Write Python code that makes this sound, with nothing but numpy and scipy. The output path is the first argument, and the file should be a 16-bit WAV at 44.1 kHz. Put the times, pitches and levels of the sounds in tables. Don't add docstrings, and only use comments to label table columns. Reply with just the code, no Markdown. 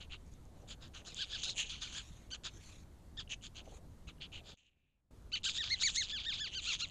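import sys
import numpy as np
from scipy import signal
from scipy.io import wavfile
from scipy.ndimage import uniform_filter1d, minimum_filter1d

SR = 44100
rng = np.random.default_rng(int(sys.argv[2]) if len(sys.argv) > 2 else 0)


def to_wav(s):
    ch = np.atleast_2d(s).T
    pcm = np.round(np.clip(ch, -1, 1) * 32767)
    wavfile.write(sys.argv[1], SR, pcm.astype(np.int16))


def volts_from_decibels(level):
    exponent = np.asarray(level, float) / 20
    return 10 ** exponent


N = 304290
T = np.arange(N) / SR

# pitch_hz, level_db per Hz
NIGHT_COLOUR = [(12, -41.5), (20, 5.5), (58, -4), (135, -11), (208, -15.5), (350, -21), (412, -23.5),
                (692, -27.5), (2630, -42.5), (4070, -41), (5060, -45), (6650, -43), (13500, -50.5)]
# time_s, level_db
SCENE_CHANGE = [(4.542, 0), (4.543, -32), (4.574, -27), (4.575, -22), (4.7, -23), (4.9, -25), (5.104, -24),
                (5.11, 0)]

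# start_s, top_s, end_s, level_db
BODY_THUMPS = [
    (.45, .58, 1.1, -68),
    (1.0, 1.064, 1.21, -64),
    (1.25, 1.58, 1.7, -65.5),
    (3.58, 3.7, 3.86, -62.5),
    (4.3, 4.5, 4.543, -66.5),
]

# start_s, top_s, end_s, level_db
GRASS_SCUFFLES = [
    (.17, .32, .42, -73.5),
    (.54, .58, .67, -73),
    (1.1, 1.22, 1.36, -58.5),
    (2.0, 2.05, 2.31, -63),
    (2.5, 2.71, 2.838, -60),
    (3.64, 3.77, 3.79, -62),
]
# pitch_hz, level_db per Hz
GRASS_COLOUR = [(590, -41), (1000, -15), (2750, -8), (4160, -7), (5030, -18.5), (6530, -4.5), (8220, -20.5),
                (11000, -24), (14300, -47), (22000, -120)]
# time_s, peak_db
STEM_SNAPS = [
    (0.2648, -54),
    (0.3192, -56),
    (0.3386, -48),
    (0.4539, -51.5),
    (0.88, -50),
    (1.1456, -30),
    (2.5616, -62),
    (5.223, -60),
]

# time_s, peak_db
FOLD_CATCHES = [
    (3.276, -48),
    (3.412, -57),
    (4.183, -61),
    (5.421, -56),
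]
# start_s, end_s, level_db
BARE_CREAKS = [
    (1.05, 2.03, -59),
    (1.374, 1.434, -48),
    (1.64, 1.69, -52),
    (1.89, 1.94, -54),
    (5.51, 6.9, -57),
    (5.51, 6.48, -50.5),
]

# start_s, top_s, end_s, effort_db, mouth_hz
OPENING_PANTS = [
    (0.0, 0.014, 0.062, -53.1, 3020),
    (0.096, 0.133, 0.17, -47.5, 2860),
    (0.674, 0.716, 0.75, -50.5, 3400.0),
    (0.805, 0.837, 0.89, -57.5, 3770),
    (0.935, 0.957, 1.028, -53.3, 2940),
    (1.045, 1.077, 1.18, -52.5, 3870.0),
]
# start_s, top_s, end_s, effort_db, mouth_hz
RUNNING_CHATTER = [
    (1.153, 1.222, 1.257, -36.5, 3700),
    (1.288, 1.349, 1.395, -39.5, 3730),
    (1.43, 1.436, 1.496, -37, 3930),
    (1.436, 1.498, 1.54, -40, 3900),
    (1.556, 1.598, 1.657, -34.5, 2970),
    (1.686, 1.7, 1.806, -43.5, 3370),
    (1.808, 1.826, 1.923, -43, 3522),
    (1.898, 1.98, 2.03, -43.3, 3300),
]
# start_s, top_s, end_s, effort_db, mouth_hz
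LONE_PANTS = [
    (2.305, 2.334, 2.367, -43, 3150.0),
    (2.434, 2.458, 2.5, -45.5, 3664),
    (3.17, 3.183, 3.233, -44.5, 3580.0),
    (3.292, 3.329, 3.351, -40.5, 2882),
    (3.418, 3.45, 3.487, -51.5, 3360.0),
    (3.545, 3.582, 3.623, -51.5, 3180.0),
    (4.07, 4.087, 4.119, -53.5, 2857),
    (4.203, 4.222, 4.275, -47.5, 3120.0),
    (4.318, 4.34, 4.411, -49.5, 2888),
    (4.433, 4.504, 4.555, -57.9, 3580.0),
]
# start_s, top_s, end_s, effort_db, mouth_hz
FADING_PANTS = [
    (4.57, 4.585, 4.65, -69, 2830),
    (4.635, 4.68, 4.702, -71.5, 2760),
    (4.7, 4.72, 4.76, -82, 2650),
    (4.72, 4.799, 5.01, -85.5, 2600),
]
# start_s, top_s, end_s, effort_db, mouth_hz
CLOSE_PANTS = [(5.317, 5.346, 5.39, -36.0, 3080.0), (5.432, 5.462, 5.533, -34.5, 3697),
               (5.532, 5.587, 5.72, -38.2, 3600.0), (5.691, 5.739, 5.75, -31.5, 4200.0),
               (5.798, 5.853, 5.915, -30.5, 4000.0), (5.943, 5.985, 6.066, -33.5, 4050.0),
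               (6.058, 6.15, 6.26, -40.5, 3403), (6.217, 6.298, 6.4, -39, 3550.0),
               (6.334, 6.438, 6.509, -40.4, 3470), (6.51, 6.581, 6.61, -39.0, 3150.0),
               (6.611, 6.73, 6.77, -35.6, 3410), (6.787, 6.829, 6.86, -36.5, 3600.0)]
BOUTS = [OPENING_PANTS, RUNNING_CHATTER, LONE_PANTS, FADING_PANTS, CLOSE_PANTS]
# rise_db, fall_db, bluntness (1-4)
BOUT_MANNER = [(18, 18, 2.0), (18, 18, 1.5), (18, 18, 2.5), (12, 12, 3.0), (18, 18, 2.5)]
BREATH_SHARE = [.25, .3, .17, .06, .13]

# time_s, level_db against effort
NOSE_FAR = [(0.02, -12.5), (0.13, -17.2), (0.7, -1.5), (0.85, -7), (1.08, -0.2), (1.2, -13), (1.35, -9.5),
            (1.44, -3.5), (1.6, -3.6), (1.72, -7), (1.98, -0.5), (2.46, -4), (3.19, -11), (3.45, -0.6),
            (3.58, -6.5), (4.09, -6.3), (4.22, -20), (4.5, -4.4)]
# time_s, level_db against effort
NOSE_CLOSE = [(4.65, -7), (4.76, -21), (5.35, -12.5), (5.48, -2.5), (5.6, -8), (5.73, -12), (5.85, -1.5),
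              (5.98, 2), (6.15, -17), (6.43, -12), (6.58, -7.5), (6.72, -2), (6.83, -5.5)]
# time_s, level_db against effort
THROAT_OPENING = [(.72, -11), (.85, -1), (1.08, -9), (1.2, -24), (1.33, -12.5), (1.52, -26.5), (1.62, -25),
                  (1.83, -9.5), (3.2, -8), (3.32, -30), (3.45, -13), (4.09, -4.5), (4.23, -19), (4.5, -7),
                  (4.62, -27), (5.5, -21), (5.66, -13.5), (6.0, -18.5)]

# start_s, top_s, end_s, top_hz, end_hz
CLEAR_SQUEAKS = [(2.313, 2.327, 2.348, 1560, 1260), (3.172, 3.184, 3.203, 1820, 1350),
                 (5.317, 5.344, 5.365, 1540, 800), (5.572, 5.594, 5.645, 1930, 980),
                 (5.695, 5.726, 5.772, 2180, 1120), (5.824, 5.846, 5.9, 2320, 950),
                 (5.957, 5.99, 6.04, 2180, 1050), (6.11, 6.131, 6.203, 1750, 800),
                 (6.245, 6.276, 6.34, 1860, 800), (6.385, 6.417, 6.485, 1740, 750),
                 (6.542, 6.561, 6.61, 1580, 980), (6.81, 6.832, 6.86, 1420, 880)]
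# start_s, top_s, end_s, top_hz, tone share (0-1)
HALF_SQUEAKS = [(.83, .845, .872, 1750, .3), (1.085, 1.1, 1.135, 1400, .35), (1.18, 1.212, 1.25, 1680, .45),
                (1.312, 1.336, 1.378, 1710, .45), (1.452, 1.47, 1.5, 1550, .2),
                (1.72, 1.735, 1.765, 1450, .25), (1.83, 1.845, 1.888, 1500, .35),
                (1.935, 1.975, 2.024, 1720, .35), (4.073, 4.085, 4.113, 1300, .35),
                (5.452, 5.47, 5.498, 1590, .6), (6.655, 6.688, 6.74, 1420, .6)]
# pitch_hz, level_db
SQUEAK_TONE_COLOUR = [(800, -26.5), (1500, -17.5), (2150, -4.5), (3000, -2.5), (4200, 3.5), (5400, -14),
                      (6600, 2), (8300, -23.5), (10500, -57)]

# pitch_hz, depth_db
TREBLE_DEPTH = [(7000, 70), (8200, 35), (10500, 33), (13500, 30.5)]


def evened(x):
    return x / np.sqrt(np.mean(x ** 2) + 1e-20)


def read(points, hz):
    f, value = np.transpose(points)
    return np.interp(np.log(hz + 1), np.log(f + 1), value)


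def wander(size):
    return evened(uniform_filter1d(uniform_filter1d(rng.standard_normal(N), size), size))


def resonate(x, hz, width_hz):
    turn = np.exp(2j * np.pi * np.cumsum(hz * np.ones(len(x))) / SR)
    r = np.exp(-np.pi * width_hz / SR)
    low = x / turn
    for _ in range(3):
        low = signal.lfilter([1 - r], [1, -r], low)
    return 2 * (turn * low).real


def coloured(points, patchy_db):
    frames, hz = N // 256 + 5, np.fft.rfftfreq(1024, 1 / SR)
    a, b, patches = rng.standard_normal((frames, 513, 3)).T
    patches = evened(uniform_filter1d(uniform_filter1d(patches, 12, 0), 10, 1))
    spectrum = (a + 1j * b) * volts_from_decibels(read(points, hz)[:, None] + patchy_db * patches)
    return evened(signal.istft(spectrum, nperseg=1024, noverlap=768)[1][:N])


def swell(start, top, end, rise_db, fall_db, blunt):
    inside = slice(round(start * SR), round(end * SR))
    t = T[inside]
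    rising = np.maximum((top - t) / (top - start), 0)
    falling = np.maximum((t - top) / (end - top), 0)
    under_db = -rise_db * rising ** blunt - fall_db * falling ** blunt
    return inside, under_db, (t - start) / (end - start)


def swells(rows, rise_db, fall_db, blunt):
    level_db = np.full(N, -120.)
    for start, top, end, db in rows:
        inside, under_db, _ = swell(start, top, end, rise_db, fall_db, blunt)
        level_db[inside] = np.maximum(level_db[inside], db + under_db)
    return level_db


def clicks(rows):
    out = np.zeros(N)
    for s, db in rows:
        out[round(s * SR)] = volts_from_decibels(db)
    return out


def night():
    level_db = -55 + np.interp(T, *np.transpose(SCENE_CHANGE))
    return volts_from_decibels(level_db) * coloured(NIGHT_COLOUR, patchy_db=1.16)


def thumps():
    lumps = resonate(rng.standard_normal(N) * volts_from_decibels(3.9 * wander(size=500)), hz=550, width_hz=700)
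    level = uniform_filter1d(volts_from_decibels(swells(BODY_THUMPS, rise_db=6, fall_db=8, blunt=1.4)), 400)
    return level * evened(lumps)


def grass():
    grains = volts_from_decibels(1.53 * wander(size=50) + 2.0 * wander(size=600))
    level = volts_from_decibels(swells(GRASS_SCUFFLES, rise_db=12, fall_db=12.5, blunt=1.44))
    rustle = level * evened(coloured(GRASS_COLOUR, patchy_db=4.0) * grains)
    t = T[:200]
    stem_ring = np.sin(2 * np.pi * 6700 * t) * (t / 0.00032) * np.exp(1 - t / 0.00021)
    return rustle + signal.oaconvolve(clicks(STEM_SNAPS), stem_ring)[:N]


def catches():
    t = T[:300]
    mouth_ring = np.sin(2 * np.pi * 2900 * t) * (t / 0.0012) * np.exp(1 - t / 0.001)
    return signal.oaconvolve(clicks(FOLD_CATCHES), mouth_ring)[:N]


def panting():
    mouth_rest_hz, mouth_sag_hz_per_db = 3090., 15.5
    effort_db, hoarse, progress = np.full(N, -120.), np.full(N, .05), np.zeros(N)
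    mouth_hz = np.full(N, mouth_rest_hz)
    for start, end, db in BARE_CREAKS:
        effort_db[(T > start) & (T < end)] = db
    for rows, (rise_db, fall_db, blunt), breath in zip(BOUTS, BOUT_MANNER, BREATH_SHARE):
        for start, top, end, db, hz in rows:
            inside, under_db, along = swell(start, top, end, rise_db, fall_db, blunt)
            leads = db + under_db > effort_db[inside]
            for curve, value in [(effort_db, db + under_db),
                                 (mouth_hz, hz + mouth_sag_hz_per_db * under_db),
                                 (hoarse, breath), (progress, along)]:
                curve[inside] = np.where(leads, value, curve[inside])
    nose_db = np.interp(T, *np.transpose(NOSE_FAR + NOSE_CLOSE))
    nose_db = nose_db - 6 * uniform_filter1d(progress, 300)
    gape_db = np.interp(T, *np.transpose(THROAT_OPENING))
    return effort_db, mouth_hz, nose_db, gape_db, hoarse


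def creak(effort_db, mouth_hz, nose_db, gape_db, hoarse, share):
    hoarse = np.maximum(hoarse, .75 * share ** 3)
    slack_db = effort_db + minimum_filter1d(-effort_db, 8000)
    rate_hz = 290 * np.clip(1 + .015 * slack_db, .6, 1)
    turns = np.cumsum(rate_hz * (1 + .07 * wander(size=1500) + .07 * wander(size=90))) / SR
    snaps = np.diff(np.floor(turns), prepend=0) * volts_from_decibels(1.6 * wander(size=60))

    puffs = evened((0.54 + np.exp(-(turns % 1) / 0.52)) * rng.standard_normal(N))
    spurts = signal.oaconvolve(snaps, np.hanning(80), "same") * rng.standard_normal(N)
    snaps = evened(snaps)
    voiced, breathy = np.sqrt(1 - hoarse), np.sqrt(hoarse)
    drive = voiced * snaps + breathy * puffs
    jet = voiced * evened(.8 * snaps + evened(spurts)) + breathy * puffs

    mouth_hz = uniform_filter1d(mouth_hz, 300) * (1 + 0.047 * wander(size=200))
    nose_hz = 6700 * (1 + .025 * wander(size=3000))
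    mouth = evened(resonate(drive, mouth_hz, width_hz=940))
    cheek = evened(resonate(jet, 1.33 * mouth_hz, width_hz=1000))
    palate = evened(resonate(jet, 0.737 * mouth_hz, width_hz=680))
    throat = evened(resonate(jet, 1567, width_hz=1100))
    nose = evened(resonate(jet + .4 * puffs, nose_hz, width_hz=1600))
    air = evened(resonate(jet, 9270, width_hz=2200))

    sides = volts_from_decibels(-4 + 0.25 * gape_db) * (volts_from_decibels(1.0) * cheek + volts_from_decibels(-1.0) * palate)
    body = mouth + sides + volts_from_decibels(gape_db) * (1 - 0.36 * share) * throat
    body = body - 0.5 * signal.lfilter(*signal.iirpeak(2050, 4.0, SR), body)
    return body + volts_from_decibels(nose_db) * (nose + volts_from_decibels(-7.5) * hoarse * air)


def arches():
    clear = [(*row, .91) for row in CLEAR_SQUEAKS]
    half = [(start, top, end, hz, (1 - .38) * hz, purity) for start, top, end, hz, purity in HALF_SQUEAKS]
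    return clear + half


def squeak(nose_db):
    tone, share, tremble = np.zeros(N), np.zeros(N), wander(size=40)
    flicker_db = [2.2 * wander(size=350) + min(k, 3) * wander(size=70) for k in range(8)]
    for start, top, end, top_hz, end_hz, purity in arches():
        inside = (T >= start) & (T < end)
        t = T[inside]
        rise = .7 * (top_hz - end_hz) * ((top - t) / (top - start)) ** 2
        fall = (top_hz - end_hz) * ((t - top) / (end - top)) ** 2
        hz = top_hz - np.where(t < top, rise, fall)
        hz = hz * (1 + (1.08 - purity) * .055 * tremble[inside])
        phase = 2 * np.pi * np.cumsum(hz) / SR

        roughness = .9 - purity
        wave, power = 0, 0
        for k in range(1, 9):
            level_db = read(SQUEAK_TONE_COLOUR, k * hz) - (4 + 7 * roughness) * max(k - 2, 0)
            level_db = level_db + np.clip((k * hz - 4800) / 900, 0, 1) * .7 * (nose_db[inside] + 6)
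            level_db = level_db + flicker_db[k - 1][inside]
            if k == 1 and start < SCENE_CHANGE[0][0]:
                level_db = level_db + 7 * roughness
            gain = volts_from_decibels(level_db)
            wave = wave + gain * np.cos(k * phase)
            power = power + gain ** 2 / 2
        tone[inside] = wave / np.sqrt(power)
        share[inside] = purity * signal.windows.tukey(len(t), .4)
    return tone * volts_from_decibels(1.73 * wander(size=150)), share


def otter():
    effort_db, mouth_hz, nose_db, gape_db, hoarse = panting()
    tone, share = squeak(nose_db)
    rough = volts_from_decibels(-1.0) * creak(effort_db, mouth_hz, nose_db, gape_db, hoarse, share)
    mixed = (1 - 0.95 * share) * rough + np.sqrt(share) * tone
    voice = uniform_filter1d(volts_from_decibels(effort_db), 60) * mixed
    t = T[:6000]
    tail = rng.standard_normal(6000) * volts_from_decibels(-60 * t / .09) * (t > .003)
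    return voice + volts_from_decibels(-17) * signal.fftconvolve(voice, tail / np.linalg.norm(tail))[:N]


def scene():
    return (night() + thumps() + grass() + catches() + otter())[None]


def thin_treble(x):
    hz, _, z = signal.stft(x, SR, nperseg=1024, noverlap=768)
    power = abs(z) ** 2 + 1e-20
    middle = power[(hz > 2000) & (hz < 7500)].mean(0)
    middle_db = 10 * np.log10(uniform_filter1d(middle, 9))
    band_db = 10 * np.log10(uniform_filter1d(uniform_filter1d(power, 20, 0), 4, 1))
    chance = rng.standard_normal((len(middle_db) // 4 + 1, 33))
    chance_db = 0.96 * np.repeat(np.repeat(chance, 4, 0), 16, 1).T
    need_db = middle_db - read(TREBLE_DEPTH, hz)[:, None] + chance_db[:len(hz), :len(middle_db)]
    return signal.istft(z * (band_db > need_db), SR, nperseg=1024, noverlap=768)[1][:N]


def top_cut(x):
    return signal.sosfilt(signal.butter(12, 13870, fs=SR, output="sos"), x)


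def record(dry):
    mix = thin_treble(dry[0])[None]
    return top_cut(mix)


dry = scene()
out = record(dry)
to_wav(out)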